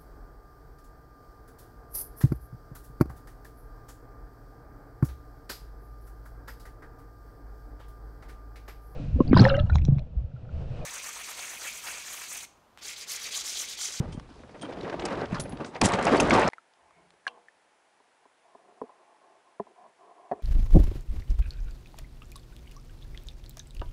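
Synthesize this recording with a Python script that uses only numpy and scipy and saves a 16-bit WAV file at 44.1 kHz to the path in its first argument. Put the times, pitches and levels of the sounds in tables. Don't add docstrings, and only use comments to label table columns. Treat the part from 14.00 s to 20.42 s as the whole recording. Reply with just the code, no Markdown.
import sys
import numpy as np
from scipy import signal
from scipy.fft import rfft, irfft
from scipy.io import wavfile
from scipy.ndimage import uniform_filter1d

SR = 44100
rng = np.random.default_rng(int(sys.argv[2]) if len(sys.argv) > 2 else 0)


def int16_out(signal):
    q = np.round(np.clip(np.atleast_2d(signal).T, -1, 1) * 32767)
    wavfile.write(sys.argv[1], SR, q.astype(np.int16))


def undo_db(level):
    steps = np.asarray(level, float) / 20
    return 10 ** steps


N = 283254
SURFACE = int(2.5 * SR)
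SHELL_EDGE_HZ = 1150


def level(x, db):
    return x * undo_db(db) / np.sqrt(np.mean(x ** 2))


def curve(*tables):
    s, *columns = np.vstack(tables).T
    return np.array([np.interp(np.arange(N) / SR, s, c) for c in columns])


def colour(points, hz):
    f, db = np.transpose(points)
    return np.interp(np.log(hz), np.log(f), db)


def band(x, hz, width):
    return signal.lfilter(*signal.iirpeak(min(hz, .44 * SR), hz / width, fs=SR), x)


def steep(x, hz, width):
    return band(band(x, hz, width), hz, width)


def between(x, low_hz, high_hz):
    edges = [low_hz, min(high_hz, .45 * SR)]
    return signal.sosfilt(signal.butter(3, edges, "bandpass", fs=SR, output="sos"), x)


def walk(rate, size=N):
    k = int(SR / rate)
    held = np.repeat(rng.standard_normal(size // k + 1), k)
    return 1.3 * uniform_filter1d(uniform_filter1d(held, k), k)[:size]


def grains(rate, scatter_db, size=N):
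    chance, out = rng.random(size), np.zeros(size)
    hit = np.flatnonzero(chance < rate / SR)
    rank = chance[hit] * SR / rate
    out[hit] = (-1.) ** hit * undo_db(scatter_db * np.minimum(-np.log(rank + 1e-9), 4.0))
    return out


def crackle(t, scatter_db):
    size = -np.log(1 - rng.random(len(t) // 44 + 1))
    grain = np.repeat(undo_db(scatter_db * np.minimum(size, 3.5)), 44)[:len(t)]
    return rng.standard_normal(len(t)) * grain


def fade(t60, length=.3):
    t = np.arange(int(length * SR)) / SR
    return t, np.exp(-np.log(1000) * t / np.clip(t60, .004, 1))


def add(out, s, db, x):
    i = int(s * SR)
    x = x[:N - i]
    out[i:i + len(x)] += undo_db(db) * x / np.max(np.abs(x))


def lifts():
    # (time [s], gust level [dB])
    wind = [
        [(.02, -36), (.09, -32), (.32, -48), (.62, -54), (.82, -43), (.9, -53), (1.0, -41), (1.12, -48),
         (1.176, -34), (1.24, -48), (1.33, -30), (1.42, -38), (1.6, -43), (1.71, -56), (1.805, -49)],
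        [(1.815, -40), (1.835, -27), (1.94, -42), (2.1, -38), (2.232, -30), (2.27, -33), (2.35, -25),
         (2.41, -35), (2.48, -35)],
    ]
    # (time [s], flow [dB], froth relative to flow [dB])
    lapping = [(.02, -38, -15), (.07, -45, -8), (.318, -58, -3), (.606, -49, -10), (.63, -38, -8),
               (.8, -44, -9), (.85, -33, -9), (.975, -35, -11), (1.14, -32, -4), (1.236, -35, -3),
               (1.29, -49, -2), (1.355, -38, 5), (1.43, -45, -7), (1.59, -45, -7), (1.61, -33, -4),
               (1.7, -46, -12), (1.77, -43, 5), (1.805, -45, -12)]
    # (time [s], flow [dB], froth relative to flow [dB])
    wash = [
        (1.815, -27, 3),
        (1.87, -32, 2),
        (1.933, -28, 4),
        (1.98, -32, -2),
        (2.09, -22, 1),
        (2.232, -22, -9),
        (2.28, -28, -6),
        (2.34, -21, 0),
        (2.48, -25, 2),
    ]
    gust, (flow, froth) = curve(*wind)[0], curve(lapping, wash)
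    middling_flow_db, shore_db = -38, -61
    mist = -63 + 1.25 * (flow - middling_flow_db)
    return np.array([gust, flow, flow + froth, np.maximum(mist, shore_db)])[:, :SURFACE]


def rush():
    edges_hz = [30, 150, 800, 2500, 11000]
    # (frequency [Hz], density [dB per Hz])
    rush_colour = [(15, -43), (25, -10.5), (87, -7.5), (149, -2), (327, 2), (391, -0.5), (433, 1.5),
                   (1110, -9), (1550, -16.5), (4400, -31.5), (11000, -57), (14300, -82), (22000, -120)]
    centres = 28 * 2 ** np.arange(0, 8.7, 1 / 3)
    db = colour(rush_colour, centres) + 10 * np.log10(centres)
    group = np.clip(np.searchsorted(edges_hz, centres) - 1, 0, 3)
    totals = np.array([10 * np.log10(np.sum(undo_db(2 * db[group == g]))) for g in range(4)])
    lift = lifts() - totals[:, None]
    mids = np.log(np.sqrt(np.multiply(edges_hz[1:], edges_hz[:-1])))
    surge, gust = walk(60, size=SURFACE), walk(14, size=SURFACE)
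    droplets = level(grains(1500, 3.3, size=SURFACE), 0)
    out = 0
    for hz, d in zip(centres, db):
        place = np.interp(np.log(hz), mids, np.arange(4))
        k = min(int(place), 2)
        here = lift[k] + (place - k) * (lift[k + 1] - lift[k])
        eddies = level(grains(1.5 * hz, 4.6, size=SURFACE), 0)
        eddies = eddies + 1.0 * droplets + 0.22 * rng.standard_normal(SURFACE)
        tone = level(steep(eddies, hz, .35 * hz), 0)
        flicker = 1.7 * surge * (hz > 150) + 0.28 * gust + 2.1 * walk(55, size=SURFACE)
        out = out + tone * undo_db(d + here + flicker)
    return np.pad(out, (0, N - SURFACE))


def slaps():
    # (time [s], peak [dB], centre [Hz], t60 [s])
    jetty_slaps = [(0.037, -40, 245, 0.08), (0.082, -39, 190, 0.08), (0.144, -35, 122, 0.052),
                   (0.173, -34.5, 170, 0.046), (0.289, -42.5, 261, 0.073), (0.39, -42, 520, 0.093),
                   (0.434, -37, 383, 0.062), (0.491, -39, 600, 0.08), (0.542, -36, 520, 0.11),
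                   (0.631, -25.5, 317, 0.054), (0.722, -33, 750, 0.08), (0.769, -30.5, 487, 0.053),
                   (0.845, -28, 550, 0.08), (.895, -28, 500, .06), (0.925, -26, 450, 0.06),
                   (.94, -25, 450, .03), (1.02, -27, 700, .07), (1.11, -26, 500, .08),
                   (1.17, -28, 450, .08), (1.76, -29, 1300, .04), (0.992, -28, 579, 0.054),
                   (1.052, -24, 600, 0.1), (1.084, -24, 681, 0.037), (1.214, -21.5, 493, 0.17),
                   (1.344, -28, 1300, 0.09), (1.394, -26.5, 150, 0.03), (1.454, -30, 550, 0.08),
                   (1.526, -30, 215, 0.11), (1.602, -30, 600, 0.11), (1.645, -30.5, 326, 0.12),
                   (1.753, -27, 588, 0.08)]
    # (time [s], peak [dB], centre [Hz], t60 [s])
    close_slaps = [(1.813, -18, 662, 0.025), (1.819, -16, 220, .05), (1.834, -18, 200, 0.12),
                   (1.84, -18, 2000, .07), (1.859, -18, 600, .03), (1.89, -23, 600, .06),
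                   (1.934, -18, 1900, .07), (2.158, -12, 600, .04), (2.35, -13, 700, .06),
                   (2.284, -17, 400, .06), (1.929, -18, 187, 0.098), (1.985, -16.5, 541, 0.056),
                   (2.067, -11, 600, 0.074), (2.123, -11, 420, 0.099), (2.144, -8, 500, 0.097),
                   (2.197, -16, 740, 0.051), (2.306, -15, 1300, 0.03), (2.329, -7.5, 371, 0.027),
                   (2.389, -14.5, 520, 0.08), (2.429, -14.5, 700, 0.068), (2.474, -17, 450, 0.05),
                   (2.44, -18, 900, .08)]
    out = np.zeros(N)
    for s, db, hz, t60 in [*jetty_slaps, *close_slaps]:
        t, decay = fade(t60)
        push = crackle(t, scatter_db=3.0) * decay * np.minimum(t / .002, 1)
        add(out, s, db - 0.5, steep(push, hz, 1.185 * hz) + 0.19 * between(push, 1.6 * hz, 4.1 * hz))
    return out


def thumps():
    # (time [s], peak [dB], frequency [Hz])
    port_thumps = [(.002, -14, 140), (0.087, -26.5, 157), (.176, -30, 166), (1.311, -34, 109),
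                   (1.327, -19, 201), (1.394, -27, 174), (1.532, -30, 204), (1.8255, -19, 190),
                   (1.8295, -16, 180), (1.838, -14, 170), (1.8495, -12, 180), (1.8595, -14, 200),
                   (1.8795, -15, 700), (.148, -30, 250)]
    out = np.zeros(N)
    for s, db, hz in port_thumps:
        t = np.arange(int(3 * SR / hz)) / SR
        swing = np.sin(2 * np.pi * hz * t)
        add(out, s, db, swing * (hz * t) ** 0.78 * np.exp(-2.2 * hz * t))
    return out


def spray():
    # (time [s], peak [dB], bright part relative [dB])
    jetty_spray = [(0.1253, -42, -11), (0.1959, -41.5, -28), (0.5931, -46, -20), (0.6114, -37, 8),
                   (0.6252, -40, 5), (0.6544, -43, -19), (0.8091, -38, -32), (0.8759, -43, -12),
                   (0.8962, -34, -10), (0.9937, -31, -25), (1.0798, -37, -16), (1.1264, -39, -28),
                   (1.152, -39, -28), (1.212, -36, -35), (1.2544, -36.5, -10), (1.3414, -44, -27),
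                   (1.3967, -25.5, 14), (1.4355, -40, 10), (1.492, -42, 16), (1.5216, -37.5, -15),
                   (1.5696, -37, -25), (1.6447, -29, -5), (1.7467, -38, -21.5)]
    # (time [s], peak [dB], bright part relative [dB], bright centre [Hz], t60 [s])
    hisses = [
        (.121, -44, 20, 6000, .09),
        (.613, -40, 18, 5800, .08),
        (.725, -40, -10, 4000, .05),
        (.828, -39, 3, 4000, .05),
        (.998, -41, 14, 5800, .08),
        (1.052, -24, 19, 6800, .028),
        (1.4, -30, 22, 6200, .07),
        (1.652, -40, 18, 7000, .12),
    ]
    # (time [s], peak [dB], bright part relative [dB],
    # bright centre [Hz], t60 [s])
    close_spray = [(1.8135, -12, 12, 8000, .016), (1.82, -28, 5, 7000, .05), (1.83, -30, 22, 9000, .05),
                   (1.834, -20, 18, 6500, .09), (1.842, -17, 18, 6500, .08), (1.848, -20, 22, 8500, .06),
                   (1.8555, -14, 18, 8000, .03), (1.864, -24, 16, 7500, .04), (1.876, -35, 16, 8500, .06),
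                   (1.8861, -27, 14, 8000, .03), (1.9006, -38, 16, 8000, .02), (1.927, -27, -8, 4500, .05),
                   (1.9345, -22, 8, 3300, .06), (1.9884, -27, 10, 5500, .025), (2.0258, -27, 8, 7500, .015),
                   (2.033, -30, 8, 5000, .03), (2.043, -33, 10, 8000, .015), (2.0518, -20, 22, 7000, .012),
                   (2.0672, -26, 5, 5500, .04), (2.1221, -30, 10, 7500, .12), (2.155, -28, 10, 6000, .04),
                   (2.162, -29, 20, 5600, .014), (2.169, -26, 25, 8500, .01), (2.1995, -16, 9, 8500, .024),
                   (2.2034, -24, 22, 8500, .025), (2.215, -32, 15, 8500, .05), (2.27, -37, 20, 7000, .03),
                   (2.2962, -26, 22, 6300, .018), (2.3065, -30, 8, 5500, .012), (2.3261, -22, 8, 4500, .1),
                   (2.37, -26, 5, 4000, .1), (2.4, -26, 8, 4800, .05), (2.337, -22, 14, 6500, .025),
                   (2.3494, -21, 10, 6500, .012), (2.357, -29, 12, 6500, .03),
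                   (2.3944, -26, 20, 7500, .016), (2.4144, -30, 20, 7000, .025),
                   (2.4778, -29, 22, 6000, .02)]
    bright_span = 1.26
    short = [(s, db, bright_db, 8200, .028) for s, db, bright_db in jetty_spray]
    out = np.zeros(N)
    for s, db, bright_db, hz, t60 in [*short, *hisses, *close_spray]:
        t, decay = fade(t60)
        push = crackle(t, scatter_db=3.5) * decay * np.minimum(t / (0.1 * t60), 1)
        body = band(between(push, 500, 5200), 2200, 3900)
        bright = between(push, hz / bright_span ** 2, hz * bright_span)
        add(out, s, db, body + undo_db(bright_db - 15.5) * bright)
    return out


def ringing_noise(hits, modes, t60):
    out = np.zeros(N)
    for s, db, low_db in hits:
        t, chatter = fade(t60)
        rings = []
        for hz, width, g in modes:
            ring = steep(chatter * rng.standard_normal(len(t)), hz, width)
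            rings.append(undo_db(g) * ring * np.sqrt(300 / width))
        add(out, s, db, undo_db(low_db) * rings[0] + sum(rings[1:]))
    return out


def clinks():
    # (time [s], peak [dB], lowest mode [dB])
    taps = [
        (.122, -48, 2),
        (.15, -55, 6),
        (.615, -39, 1),
        (.645, -51, 5),
    ]
    # (frequency [Hz], width [Hz], level [dB])
    tap_modes = [
        (3176, 120, 1),
        (8750, 170, -2),
        (9250, 500, -11),
    ]
    return ringing_noise(taps, tap_modes, 0.088)


def top_bursts():
    # (time [s], peak [dB], lowest mode [dB])
    bursts = [
        (1.3978, -29.5, 0.1),
        (1.4376, -45, 0.1),
        (1.4935, -42.5, 0.1),
        (1.5247, -51, 0.1),
    ]
    # (frequency [Hz], width [Hz], level [dB])
    burst_modes = [
        (9600, 300, 0),
        (10200, 900, -2),
        (10900, 600, -4.5),
    ]
    thin_noise = ringing_noise(bursts, burst_modes, 0.11)
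    edge_hz = 9380
    return between(between(thin_noise, edge_hz, 16000), edge_hz, 16000)


def knocks():
    # (frequency [Hz], level [dB], t60 [s])
    housing = [
        (408, 2.5, 0.052),
        (688, 4, 0.032),
        (835, -4, 0.035),
        (990, 4, 0.023),
    ]
    # (frequency [Hz], level [dB], t60 [s])
    latch_modes = [
        (1500, -27, .02),
        (1740, -18, 0.02),
        (1860, -21, .02),
    ]
    # (time [s], peak [dB], wall mode [Hz], middle modes [dB], upper modes [dB])
    free_knocks = [
        (4.001, -52, 300, -2, 8.5),
        (4.254, -48.5, 280, 1, 7.5),
        (4.549, -40, 258, 6.5, 7.5),
        (4.893, -44, 270, 6, 18),
        (5.5972, -21, 210, -0.5, 1),
        (5.668, -44, 250, 15, 19),
        (5.84, -44.5, 296, 10, 19),
        (6.197, -44, 301, 20, 10),
        (6.347, -48, 300, 3, 0),
        (6.395, -42.5, 300, 14, 8),
    ]
    # (time [s], peak [dB], wall mode [Hz], middle modes [dB], upper modes [dB])
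    held_knocks = [
        (6.3136, -20, 254, 3.5, -12),
        (6.319, -18, 280, 8, -8),
        (6.3265, -26, 278, -7, -24),
        (6.3335, -30, 302, -9, -22),
    ]
    # (time [s], peak [dB], wall mode [Hz], middle modes [dB], upper modes [dB])
    squeezed_knocks = [
        (4.8148, -24, 270, -11, 0),
        (4.8335, -33, 250, -18, -26),
    ]
    grips = [(free_knocks, 1, 1), (held_knocks, .42, 1), (squeezed_knocks, .8, 1.1)]
    blows = [(*blow, rings, stiff) for blows_held, rings, stiff in grips for blow in blows_held]
    out = np.zeros(N)
    for s, db, wall_hz, middle_db, upper_db, rings, stiff in blows:
        t, scuff = fade(.04)
        ring_db = 20 * np.log10(rings)
        shares = [ring_db - 1.5, ring_db, middle_db, upper_db, upper_db]
        modes = [(wall_hz, 0, .055), (stiff * housing[0][0], *housing[0][1:]), *housing[1:]]
        ring = 0
        for (hz, g, t60), share in zip(modes, shares):
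            tone = np.sin(2 * np.pi * hz * t) * fade(rings * t60)[1]
            ring = ring + undo_db(g + share) * tone * (1 - np.exp(-t * hz / 1.34))
        ring = ring + .45 * steep(scuff * rng.standard_normal(len(t)), 620, 670)
        latch = sum(undo_db(g) * np.sin(2 * np.pi * hz * t) * fade(t60)[1] for hz, g, t60 in latch_modes)
        latch = latch * undo_db((middle_db + upper_db) / 2) * np.minimum(t / .002, 1) ** 2
        shake = np.sin(2 * np.pi * 80 * t) * t * 75 * fade(0.1)[1]
        thump = 0.009 * undo_db(2 * min(middle_db, 4.0) + db + 20) * shake
        shell = between(between(ring + thump, 30, SHELL_EDGE_HZ), 30, 1.3 * SHELL_EDGE_HZ)
        add(out, s, db, latch - shell)
    return out


def bubbles():
    # (time [s], peak [dB], frequency [Hz], t60 [s], click share [dB])
    pops = [(2.501, -42, 850, 0.012, 14), (2.522, -47, 1830, .015, 4), (2.533, -31.5, 2000, 0.009, -3),
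            (2.537, -38, 2050, .02, -30), (2.533, -34.5, 907, 0.013, -20), (2.582, -37, 1330, 0.022, -23),
            (2.737, -50, 1484, 0.01, 22), (2.908, -50.5, 1150, .015, 2.5), (3.105, -48, 1100, 0.01, 18),
            (3.139, -51.5, 420, 0.027, 9), (3.252, -54, 1700, 0.021, 9), (3.484, -42, 1794, 0.021, -15),
            (6.317, -50, 2500, 0.012, 0), (6.317, -56, 4300, .008, 6), (6.317, -54, 3400, .008, 6),
            (6.403, -66, 2350, .12, -20), (3.105, -58, 3100, .012, 0), (2.737, -58, 1950, .01, 5),
            (2.533, -40, 1400, .01, -20)]
    # (time [s], peak [dB], frequency [Hz], t60 [s], click share [dB])
    snap = [ (3.267, -30.5, 1096, 0.035, -14), (3.267, -19.5, 1636, 0.029, -25),
            (3.267, -33.5, 773, 0.057, -25), (3.274, -44, 5900, .008, 0), (3.278, -25.5, 2830, 0.022, -12),
            (3.278, -30, 4190, 0.012, -20), (3.278, -32, 2400, .02, -20), (3.278, -36, 1500, .02, -20),
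            (3.278, -36, 750, .03, -20), (3.285, -62, 3270, .15, -30), (3.278, -30, 1074, 0.037, -3),
            (3.285, -62, 3090, 0.26, -30), (3.29, -56.5, 482, 0.63, -30), (3.29, -64, 647, .3, -30),
            (3.282, -47, 2700, 0.078, -30)]
    # (time [s], peak [dB], frequency [Hz], t60 [s], click share [dB])
    plinks = [(.198, -33, 1100, 0.008, 2), (.809, -37.5, 3850, .015, -5), (1.816, -11, 2420, 0.0082, 0),
              (1.8165, -11, 800, .011, -10), (1.857, -15, 7500, .008, -5), (1.921, -32, 8000, .009, -20),
              (1.921, -28, 3900, .01, -10), (2.068, -26, 4900, .01, -5), (2.175, -30, 4500, .03, -20),
              (2.203, -18, 2500, .015, -6), (2.231, -33, 7500, .01, -20), (.622, -38, 3150, .03, -10),
              (.65, -42, 3150, .03, -20), (.897, -39, 2500, .012, 0), (1.385, -38, 3300, .015, -10),
              (2.199, -15.5, 2590, .025, -6), (2.204, -19, 6390, .012, -15), (2.211, -26, 6300, .012, -15),
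              (2.307, -11, 2200, 0.014, -15), (2.308, -16, 1600, .018, -22), (2.316, -25, 3400, .01, -20),
              (2.32, -22, 2100, .015, -20), (2.478, -27, 5300, 0.013, -15)]
    out = np.zeros(N)
    for s, db, hz, t60, click_db in [*pops, *snap, *plinks]:
        t, decay = fade(t60)
        rise = 1 + 0.011 * t / max(t60, .03)
        tone = np.sin(2 * np.pi * hz * t * rise) * decay * np.minimum(t / 0.00071, 1)
        wobble = 0.97 * band(rng.standard_normal(len(t)) * decay ** .6, hz, 0.16 * hz)
        click = steep(rng.standard_normal(len(t)) * fade(0.0088)[1], min(2.1 * hz, 5000), 3600)
        add(out, s, db, tone + wobble + undo_db(click_db - 7.0) * click)
    return out


def pressure(hz):
    # (time [s], length [s], level [dB], favoured pitch [Hz])
    strokes = [(2.79, .12, -68, 950), (2.98, .05, -64, 620), (3.3, .05, -59, 880), (3.29, .1, -73, 240),
               (3.35, .07, -66, 750), (4.45, .1, -65, 1000), (4.59, .1, -60, 650), (4.7, .06, -65, 520),
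               (4.78, .1, -59, 700), (4.9, .06, -63, 750), (5.0, .03, -63, 750), (5.09, .06, -62, 800),
               (5.22, .16, -64, 700), (5.46, .07, -66, 900), (5.62, .1, -62, 520), (5.78, .1, -57, 880),
               (5.8, .08, -71, 230), (6.01, .1, -56, 680), (6.16, .14, -57, 760), (6.33, .04, -52, 480)]
    grip_s, let_go_s, press_db = .04, .07, -2.5
    focus_db = 7.5
    t = np.arange(0, N / SR + .002, .002)

    def share(db, favoured):
        return undo_db(db - focus_db * np.log2(hz / favoured) ** 2)

    drive = share(-80, 900)
    for s, length, db, favoured in strokes:
        corners = s + np.cumsum([-grip_s, grip_s, length, let_go_s])
        drive = drive + share(db + press_db, favoured) * np.interp(t, corners, [0, 1, 1, 0]) ** 2
    return np.interp(np.arange(N) / SR, t, drive)


def rubbing():
    # (frequency [Hz], width [Hz])
    rub_modes = [
        (230, 79),
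        (400, 170),
        (700, 150),
        (1030, 180),
    ]
    # (frequency [Hz], width [Hz], level [dB])
    loose_panels = [
        (545, 90, -6),
        (850, 100, -2),
    ]
    panel_held_s = 5.7
    slips = level(grains(600, 2.3), 0) + 1.05 * rng.standard_normal(N)
    creak = 2.2 * walk(45)

    def mode(hz, width):
        tone = level(steep(slips, hz, width), 0)
        return tone * undo_db(.6 * creak + 1.6 * walk(40)) * pressure(hz)

    free = np.clip((panel_held_s - np.arange(N) / SR) / .08, 0, 1)
    shell = sum(mode(hz, width) for hz, width in rub_modes)
    panels = sum(undo_db(db) * mode(hz, width) for hz, width, db in loose_panels)
    return between(shell + free * panels, 90, SHELL_EDGE_HZ)


def settling():
    # (frequency [Hz], width [Hz], loudest time [s], level [dB], swell [s], fade [s])
    swirl = (70, 50, 2.83, -79, .03, .35)
    gurgle = (168, 30, 3.015, -67, .06, .1)
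    fizz = (2200, 360, 2.985, -69, .1, .05)
    t, out = np.arange(N) / SR, 0
    for hz, width, s, db, swell, fall in (swirl, gurgle, fizz):
        water = level(steep(rng.standard_normal(N), hz, width), db)
        out = out + water * np.exp(-np.abs(t - s) / np.where(t < s, swell, fall))
    return out


def hush():
    # (frequency [Hz], density [dB per Hz])
    hush_colour = [(18, -51.5), (30, -30), (206, -10.5), (466, -2), (554, -2.5), (864, 1), (1130, -5.5),
                   (1680, -4.5), (4090, -16), (10200, -20.5), (11000, -20.5), (14300, -52.5), (22000, -120)]
    hz = np.maximum(np.fft.rfftfreq(N, 1 / SR), 1)
    hiss = irfft(rfft(rng.standard_normal(N)) * undo_db(colour(hush_colour, hz)), N)
    return level(hiss, -66)


def scene():
    change_s = 2.49
    above = np.clip((change_s - np.arange(N) / SR) / 0.0018, 0, 1)
    water = rush() + slaps() + thumps() + spray()
    high_sounds = clinks() + top_bursts()
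    below = knocks() + bubbles() + (rubbing() + settling()) * (1 - above)
    return ((water + high_sounds) * above + below + hush())[None]


def low_pass(x):
    return signal.sosfilt(signal.butter(12, 12410, fs=SR, output="sos"), x)


def record(dry):
    top = signal.ellip(8, .3, 54, 10940, fs=SR, output="sos")
    wet = signal.sosfilt(top, np.tanh(1.295 * dry) / 1.31)
    return low_pass(wet - .2 * wet ** 3)


dry = scene()
out = record(dry)
int16_out(out)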